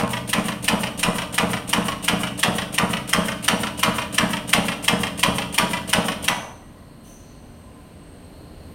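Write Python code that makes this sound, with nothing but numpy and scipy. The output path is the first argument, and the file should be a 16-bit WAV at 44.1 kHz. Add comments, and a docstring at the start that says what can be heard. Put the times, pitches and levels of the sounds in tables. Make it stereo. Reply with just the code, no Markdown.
"""In a workshop, close by, a pneumatic spot welder tacks a wire fan guard, nearly three strokes a second.
Each stroke: air rushes in, the electrode slams and bounces, sparks spit, the turntable thumps on, air vents,
the ram clacks back. Impacts excite decaying modes and noise; jets and sparks are shaped noise.
The last stroke breaks off soon after its slam, with thin hisses, two knocks of the rocking frame, faint
scrapes and a small puff of air. The shop's hum runs throughout and slowly grows louder near the end."""
import sys
import numpy as np
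from scipy import signal
from scipy.fft import rfft, irfft, next_fast_len
from scipy.io import wavfile

SR = 44100
rng = np.random.default_rng(int(sys.argv[2]) if len(sys.argv) > 2 else 0)


def generate_wav(signal):
    """Clip the signal to [-1, 1] and save it as 16-bit WAV at the path in sys.argv[1]."""
    frames = np.transpose(np.atleast_2d(signal))
    scaled = np.clip(frames, -1, 1) * 32767
    pcm = np.round(scaled).astype(np.int16)
    wavfile.write(sys.argv[1], SR, pcm)


N = 385434
SPAN = 32768  # length of one stroke or one response [samples]
T = np.arange(SPAN) / SR  # time within it [s]
LEAD_S = .07  # a stroke begins this long before its slam

# ringing of electrode, jig and wire guard: (frequency [Hz], relative level [dB], t60 [s])
STEEL_MODES = [(620, -4, .18), (818, -7, .2), (978, 1, .16), (1082, -4, .25), (1180, -2, .3),
               (1250, -4, .22), (1502, -6, .14), (1945, 3, .11), (2136, -5, .12), (2355, -2, .11),
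               (2466, -5, .12), (2707, -5, .15), (2923, -7, .12), (3300, -5, .08), (4355, -11, .05),
               (5103, -11, .05), (5760, -11, .05)]
# spectrum of clattering steel: (frequency [Hz], relative level [dB])
CLATTER_SPECTRUM = [(100, -10.5), (400, -28.5), (700, -3.5), (1100, 1.5), (1650, -3.5), (2300, -5),
                    (3300, -6.5), (4200, -10.5), (5500, -9.5), (7500, -14.5), (12000, -18.5), (16000, -24)]
# dull thud of base plate and floor: (frequency [Hz], relative level [dB])
THUD_SPECTRUM = [(30, -15), (80, -16), (125, -7.5), (200, -2.5), (280, -1), (360, -12), (480, -3.5),
                 (640, 3.5), (900, -18), (1600, -51)]
# spectrum of the air jets: (frequency [Hz], relative level [dB])
AIR_SPECTRUM = [(300, -7), (1500, 2), (3000, 7), (5000, 1.5), (8000, 6.5), (12000, 7), (16000, 4.5)]
# stereo width, side against middle: (frequency [Hz], relative level [dB])
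WIDTH = [(120, -17), (280, -13), (600, -8), (1200, 4.5), (8000, 3)]


def undb(db):
    """Amplitude gain is ten to the power of a twentieth of the decibels."""
    return 10 ** (np.asarray(db) / 20)


def interpolate(points, hz):
    """Pitch follows the logarithm of frequency, so (Hz, value) tables are read on a log axis."""
    f, v = np.transpose(points)
    return np.interp(np.log(np.maximum(hz, 1)), np.log(f), v)


def unit(x):
    """Normalize mean power: scale to rms 1."""
    return x / np.sqrt(np.mean(x ** 2))


def unit_blow(x):
    """Normalize energy: as much as a hundredth of a second at rms 1."""
    return unit(x) / np.sqrt(SPAN / SR * 100)


def fade(t60):
    """Exponential damping: the amplitude falls 60 dB in t60 seconds."""
    return np.exp(-np.log(1000) * T / t60)


def swell(t, rise, decay):
    """Relaxation: a quick rise and an exponential fall, starting at t = 0."""
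    t = np.maximum(t, 0)
    return (1 - np.exp(-t / rise)) * np.exp(-t / decay)


def shape(x, gain):
    """Linear filtering: multiply the spectrum by a gain that is a function of frequency."""
    n = next_fast_len(x.shape[-1])
    spectrum = rfft(x, n) * gain(np.fft.rfftfreq(n, 1 / SR))
    return irfft(spectrum, n)[..., :x.shape[-1]]


def soften(x, hz):
    """Two-pole low-pass: a softer contact or a duller jet carries less treble."""
    return signal.sosfilt(signal.butter(2, min(hz, .45 * SR), fs=SR, output="sos"), x)


def noise(spectrum, size, side_db=0):
    """Coloured noise from partly correlated channels, nearly alike on both sides in the bass."""
    mid, side = rng.standard_normal((2, size))
    side = shape(side, lambda f: undb(interpolate(WIDTH, f) + side_db))
    stereo = np.array([mid + side, mid - side])
    return unit(shape(stereo, lambda f: undb(interpolate(spectrum, f))))


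def hiss(hz, width):
    """Noise through one resonance, swelling and sinking a little."""
    flutter = unit(shape(rng.standard_normal(N), lambda f: np.exp(-(f / 5) ** 2)))
    resonance = lambda f: 1 / (1 + (2 * (f - hz) / width) ** 2)
    band = unit(shape(rng.standard_normal((2, N)), resonance))
    return band * undb(2 * flutter)


def add(out, x, s):
    """Superposition: mix x in at time s, cut to the length of out."""
    i = int(round(s * SR))
    a, b = max(i, 0), min(i + x.shape[-1], out.shape[-1])
    out[..., a:b] += x[..., a - i:b - i]


def ring(modes, scatter_db, detune, spread):
    """Modal superposition: damped sines, varied at each call, out of phase between sides where wide."""
    out = 0
    for k, (hz, db, t60) in enumerate(modes):
        size, pitch = rng.standard_normal(2)
        sign = (-1) ** k
        lag = sign * spread * undb(interpolate(WIDTH, hz)) * np.array([[.5], [-.5]])
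        phase = 2 * np.pi * hz * (1 + detune * pitch) * T + lag
        out = out + sign * undb(db + scatter_db * size) * fade(t60) * np.sin(phase)
    return unit_blow(out)


def welder(firming_db=2.5, last_db=-2.0, last_rock_db=-2):
    """A periodic train of slowly firmer strokes; the last is softer, breaks off early and rocks twice."""
    # Steel meeting steel, in turn: inlet valve opens; electrode touches the wire; ram seats behind it;
    # guard slaps the jig; turntable reaches its next notch; valve switches back; ram reaches the top;
    # indexing pawl drops back. (time after slam [s], relative level [dB], brightness [Hz],
    # first rebound after [s], loss per rebound [dB], share of brightness kept per rebound, at most 1)
    blow_rows = [(-.041, -27.5, 690, .007, 9, 0.61), (.0001, -19.5, 14100, 0.0028, 6, .6),
                 (.0042, -13, 14600, .0032, 13, 0.57), (.018, -17, 1340, .012, 2.5, 0.83),
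                 (.05, -13.5, 640, .0068, 0, 0.88), (.113, -37.5, 646, 0.0071, -0.5, .95),
                 (.1532, -24, 10200, .003, 0.24, 0.49), (.189, -29.5, 8500, .003, 1.35, 0.78)]
    # Moving masses shove the frame, in turn: ram sets off; electrode presses home; turntable starts;
    # turntable stops; its lock drops in; ram lifts off; ram is back at the top.
    # (time after slam [s], relative level [dB], push length [s])
    shove_rows = [(-.045, -27.5, 0.00078), (.011, -24.5, 0.0004), (.023, -21, 0.0017),
                  (.0465, -15.5, .0012), (.0515, -20, 0.00056), (.111, -19.5, 0.0053), (.154, -30, 0.00062)]
    # air at the valve: (time after slam [s], relative level [dB], rise [s], decay [s], brightness [Hz])
    puff_rows = [(-.055, -29, .001, 0.066, 10100), (-.039, -18, 0.0036, 0.012, 15600),
                 (0.111, -32.5, 0.00065, 0.017, 14100), (0.121, -26.5, 0.0067, 0.034, 15700)]
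    stroke_count, cycle_s, first_slam_s = 19, .35, -.0199
    last_end_s = .04  # the last stroke keeps only the tabled events before this time after its slam
    out = np.zeros((2, N))
    # noise shared by all strokes keeps them alike
    own_clatter = noise(CLATTER_SPECTRUM, SPAN, side_db=-8.5)
    own_thud = noise(THUD_SPECTRUM, SPAN)
    for k in range(stroke_count):
        last = k == stroke_count - 1
        blows, shoves, puffs = (
            [row for row in table if not last or row[0] < last_end_s]
            for table in (blow_rows, shove_rows, puff_rows))
        clacks = [clack for row in blows for clack in rebounds(*row)]
        knocks = rocking(last_rock_db)[:2] if last else rocking()
        firmness = undb(firming_db * k / stroke_count + last * last_db)
        stroke = firmness * (steel(clacks, own_clatter) + chatter() + sparks())
        stroke = stroke + frame(shoves + knocks, own_thud) + air(puffs)
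        add(out, stroke, first_slam_s + k * cycle_s - LEAD_S)
    return out


def rebounds(s, db, hz, gap, loss_db, kept):
    """Inelastic bouncing: unevenly shrinking gaps; rows of (time [s], level [dB], brightness [Hz])."""
    count, gap_ratio, gap_scatter_db = 4, 0.96, .8
    k = np.arange(count)
    gaps = gap * gap_ratio ** k * undb(gap_scatter_db * rng.standard_normal(count))
    times = s + np.cumsum(gaps) - gaps
    return list(zip(times, db - loss_db * k, hz * min(kept, 1) ** k))


def contact(hz):
    """Contact stiffness sets the pulse's band: a hard one is bright and thin, a soft one dull and full."""
    thin = signal.butter(2, min(hz / 14, SR / 4), "highpass", fs=SR, output="sos")
    return signal.sosfilt(thin, soften(signal.unit_impulse(256), hz))


def steel(rows, own_clatter, crack=2.1, crack_t60=0.018):
    """Impulse excitation: hard contacts drive a dense short clatter and longer modes, varied per stroke."""
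    force = np.zeros(SPAN // 2)
    for s, db, hz in rows:
        size_db, late_s = rng.standard_normal(2) * (1.2, .0003)
        add(force, undb(db + size_db) * contact(hz), LEAD_S + s + late_s)
    ring_down = fade(.13) + crack * fade(crack_t60)
    fresh_clatter = noise(CLATTER_SPECTRUM, SPAN, side_db=-6.0)
    clatter = unit_blow((own_clatter + fresh_clatter) * ring_down)
    body = clatter + undb(-7) * ring(STEEL_MODES, scatter_db=3, detune=.006, spread=1)
    return signal.fftconvolve(force[None], body)[:, :SPAN]


def chatter(db=-25, rise=0.0081, decay=0.088, bright_hz=1500):
    """Random impacts: the slam leaves loose wires rattling on the jig, differently every time."""
    taps = (rng.random(SPAN) < 900 / SR) * rng.standard_normal(SPAN)  # 900 a second on average
    wires = noise(CLATTER_SPECTRUM, SPAN, side_db=-8.5) * fade(0.01)
    rattle = signal.fftconvolve(soften(taps, bright_hz)[None], wires)[:, :SPAN]
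    return undb(db) * unit(rattle) * swell(T - LEAD_S - .01, rise, decay)


def sparks(db=-38, bright_hz=9000):
    """Random impulses: molten metal spits in a dense crackle of small ticks, louder on some strokes."""
    happens = rng.random(SPAN) < 1500 / SR  # 1500 a second on average
    ticks = happens * rng.standard_normal(SPAN) * undb(3 * rng.exponential(size=SPAN))
    tick_response = (noise(AIR_SPECTRUM, SPAN) * fade(0.0027))[:, :256]
    crackle = signal.fftconvolve(soften(ticks, bright_hz)[None], tick_response)[:, :SPAN]
    spit = undb(3 * rng.standard_normal()) * swell(T - LEAD_S - .035, .008, .045)
    return undb(db) * unit(crackle) * spit


def rocking(trim_db=0):
    """Damped rocking: soft, loosely timed frame knocks; rows of (time [s], level [dB], push length [s])."""
    start_s, period_s, push_s, scatter_s = .08, 0.037, .0022, 0.00304
    first_db, loss_db, count = -23.5, .5, 6  # loss per knock
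    late_s = scatter_s * rng.standard_normal(count)
    return [(start_s + k * period_s + late, first_db + trim_db - k * loss_db, push_s)
            for k, late in enumerate(late_s)]


def frame(rows, own_thud, thud_db=-5, thud_t60=0.31, db=-1):
    """Forced modes: half-sine pushes boom in the frame and thud in its base, nearly alike every stroke."""
    # the heavy frame: (frequency [Hz], relative level [dB], t60 [s])
    frame_modes = [(39, -28, .3), (76, -14, .25), (122, -5, .22), (178, -2, .24), (212, 0, .13),
                   (294, -3, .2), (425, -13, .08), (477, -6, .1), (618, 1, .08)]
    force = np.zeros(SPAN // 2)
    for s, push_db, length in rows:
        push = np.sin(np.pi * np.minimum(T / length, 1))
        size = undb(push_db + .5 * rng.standard_normal())
        add(force, size * push / push.sum(), LEAD_S + s)
    boom = ring(frame_modes, scatter_db=1, detune=.004, spread=1)
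    thud = unit_blow((own_thud + noise(THUD_SPECTRUM, SPAN) / 2) * fade(thud_t60))
    body = boom + undb(thud_db) * thud
    return undb(db) * signal.fftconvolve(force[None], body)[:, :SPAN]


def air(rows):
    """Turbulent jet noise that dies away as the cylinder's pressure evens out."""
    jet = noise(AIR_SPECTRUM, SPAN)
    return sum(undb(db) * swell(T - LEAD_S - s, rise, decay) * soften(jet, hz)
               for s, db, rise, decay, hz in rows)


def handling(db=-56, start_s=6.5, rise=0.022, decay=0.74, bright_hz=1500):
    """Random contacts excite the modes: wires scrape the jig as a gloved hand lifts the guard."""
    taps = (rng.random(N) < 50 / SR) * rng.uniform(-1, 1, N)  # 50 a second on average
    wires = ring(STEEL_MODES, scatter_db=3, detune=.01, spread=1)
    wires = wires + unit_blow(noise(CLATTER_SPECTRUM, SPAN) * fade(.05)) / 2
    scrape = signal.fftconvolve(soften(taps, bright_hz)[None], wires)[:, :N]
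    return undb(db) * unit(scrape) * swell(np.arange(N) / SR - start_s, rise, decay)


def puff_and_hisses(puff_db=-45):
    """Turbulent and resonant noise: a last soft puff, and thin hisses from the last slam onward."""
    # narrow hisses, from the last stroke's slam onward:
    # (time [s], frequency [Hz], width [Hz], relative level [dB], rise [s], decay [s])
    sings = [(6.301, 6100, 336, -38.5, 0.018, 0.12), (7.04, 6100, 380, -49.5, 0.021, 0.26),
             (7.09, 6700, 600, -54, .04, .12), (8.25, 4230, 380, -41, 0.6, 0.24)]
    t = np.arange(N) / SR
    out = undb(puff_db) * swell(t - 7.03, 0.033, 0.12) * noise(AIR_SPECTRUM, N)
    for s, hz, width, db, rise, decay in sings:
        out += undb(db) * swell(t - s, rise, decay) * hiss(hz, width)
    return out


def hall(x, wet_db=-9.5, build_s=.012):
    """Diffuse reverberation: noise decaying at its own rate in each band, convolved with the source."""
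    # spectrum of the echoes: (frequency [Hz], relative level [dB])
    echo_spectrum = [(40, -3), (200, 1.5), (600, 8), (1200, -1.5), (3000, 1.5), (6000, -1), (10000, -3.5),
                     (16000, -8)]
    # decay of the echoes: (frequency [Hz], t60 [s])
    echo_t60 = [(100, 1), (1000, 0.58), (3000, 0.4), (8000, 0.53), (15000, 0.66)]
    wash, tail = noise(echo_spectrum, SPAN), 0
    centres = np.geomspace(60, 16000, num=9)
    for centre, weights in zip(centres, np.eye(len(centres))):
        band = list(zip(centres, weights))  # a triangle around one centre
        tail = tail + shape(wash, lambda f: interpolate(band, f)) * fade(interpolate(echo_t60, centre))
    tail = unit(tail * (1 - np.exp(-T / build_s)) ** 2) / np.sqrt(SPAN)
    return undb(wet_db) * signal.fftconvolve(x, tail, axes=1)[:, :N]


def shop(db=-44.0, hum_db=-3.0, waver_hz=0.83):
    """Broadband rumble and amplitude-modulated hum of other machines, slowly louder near the end."""
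    # rumble of the workshop: (frequency [Hz], relative level [dB])
    rumble_spectrum = [(15, -38), (25, -1.5), (82, -1), (263, -6), (293, -2), (326, -10), (560, -11.5),
                       (659, -13.5), (1040, -22.5), (1840, -26), (4140, -35.5), (5430, -40), (8590, -41.5),
                       (16000, -48)]
    # hum of other machines: (frequency [Hz], relative level [dB])
    hum_lines = [(80.7, -54), (113.0, -67), (166.9, -58), (231.5, -56), (1034, -69)]
    rise_start_s, rise_db_per_s = 7.2, 1.7
    t = np.arange(N) / SR
    drift = undb(rise_db_per_s * np.maximum(t - rise_start_s, 0))
    wavers = shape(rng.standard_normal((len(hum_lines), N)), lambda f: np.exp(-(f / waver_hz) ** 2))
    hum = 0
    for (hz, line_db), waver in zip(hum_lines, wavers):
        tone = (1 + unit(waver)) * np.sin(2 * np.pi * hz * t)
        hum = hum + undb(line_db + hum_db) * unit(tone)
    return drift * (undb(db) * noise(rumble_spectrum, N) + hum)


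def shop_hisses():
    """Band-limited noise: narrow and broad hisses heard throughout in the shop."""
    # (frequency [Hz], width [Hz], relative level [dB])
    hiss_bands = [(1030, 64, -60), (4250, 580, -63), (8290, 210, -66), (12700, 3600, -67.5)]
    return sum(undb(db) * hiss(hz, width) for hz, width, db in hiss_bands)


def scene(shop_left_db=3.0):
    """Superposition of the welder, its echo and the shop, whose sound is a little louder on the left."""
    machine = welder() + handling()
    balance = undb(shop_left_db * np.array([[.5], [-.5]]))
    around = (shop() + shop_hisses()) * balance
    return machine + hall(machine) + puff_and_hisses() + around


def port(x, resonances):
    """Duct resonance: second-order peaks and dips of a microphone's sound duct."""
    for hz, width, db in resonances:
        w, g = 2 * np.pi * hz / SR, undb(db / 2)
        a = np.sin(w) * width / hz / 2
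        zeros = [1 + a * g, -2 * np.cos(w), 1 - a * g]
        poles = [1 + a / g, -2 * np.cos(w), 1 - a / g]
        x = signal.lfilter(zeros, poles, x)
    return x


def record(dry):
    """Resonance, clipping and band limit: ports colour each side, peaks clip, the top is cut."""
    # resonances of the two microphone ports: (frequency [Hz], width [Hz], level [dB])
    left_port = [(8966, 1300, 13.5)]
    right_port = [(2856, 720, 8.5), (7900, 810, -35)]
    heard = np.clip([port(dry[0], left_port), port(dry[1], right_port)], -1, 1)
    top_cut = signal.ellip(8, .2, 70, 16000, fs=SR, output="sos")  # order, ripple dB, stop dB, edge Hz
    return signal.sosfilt(top_cut, heard)


dry = scene()
out = record(dry)
generate_wav(out)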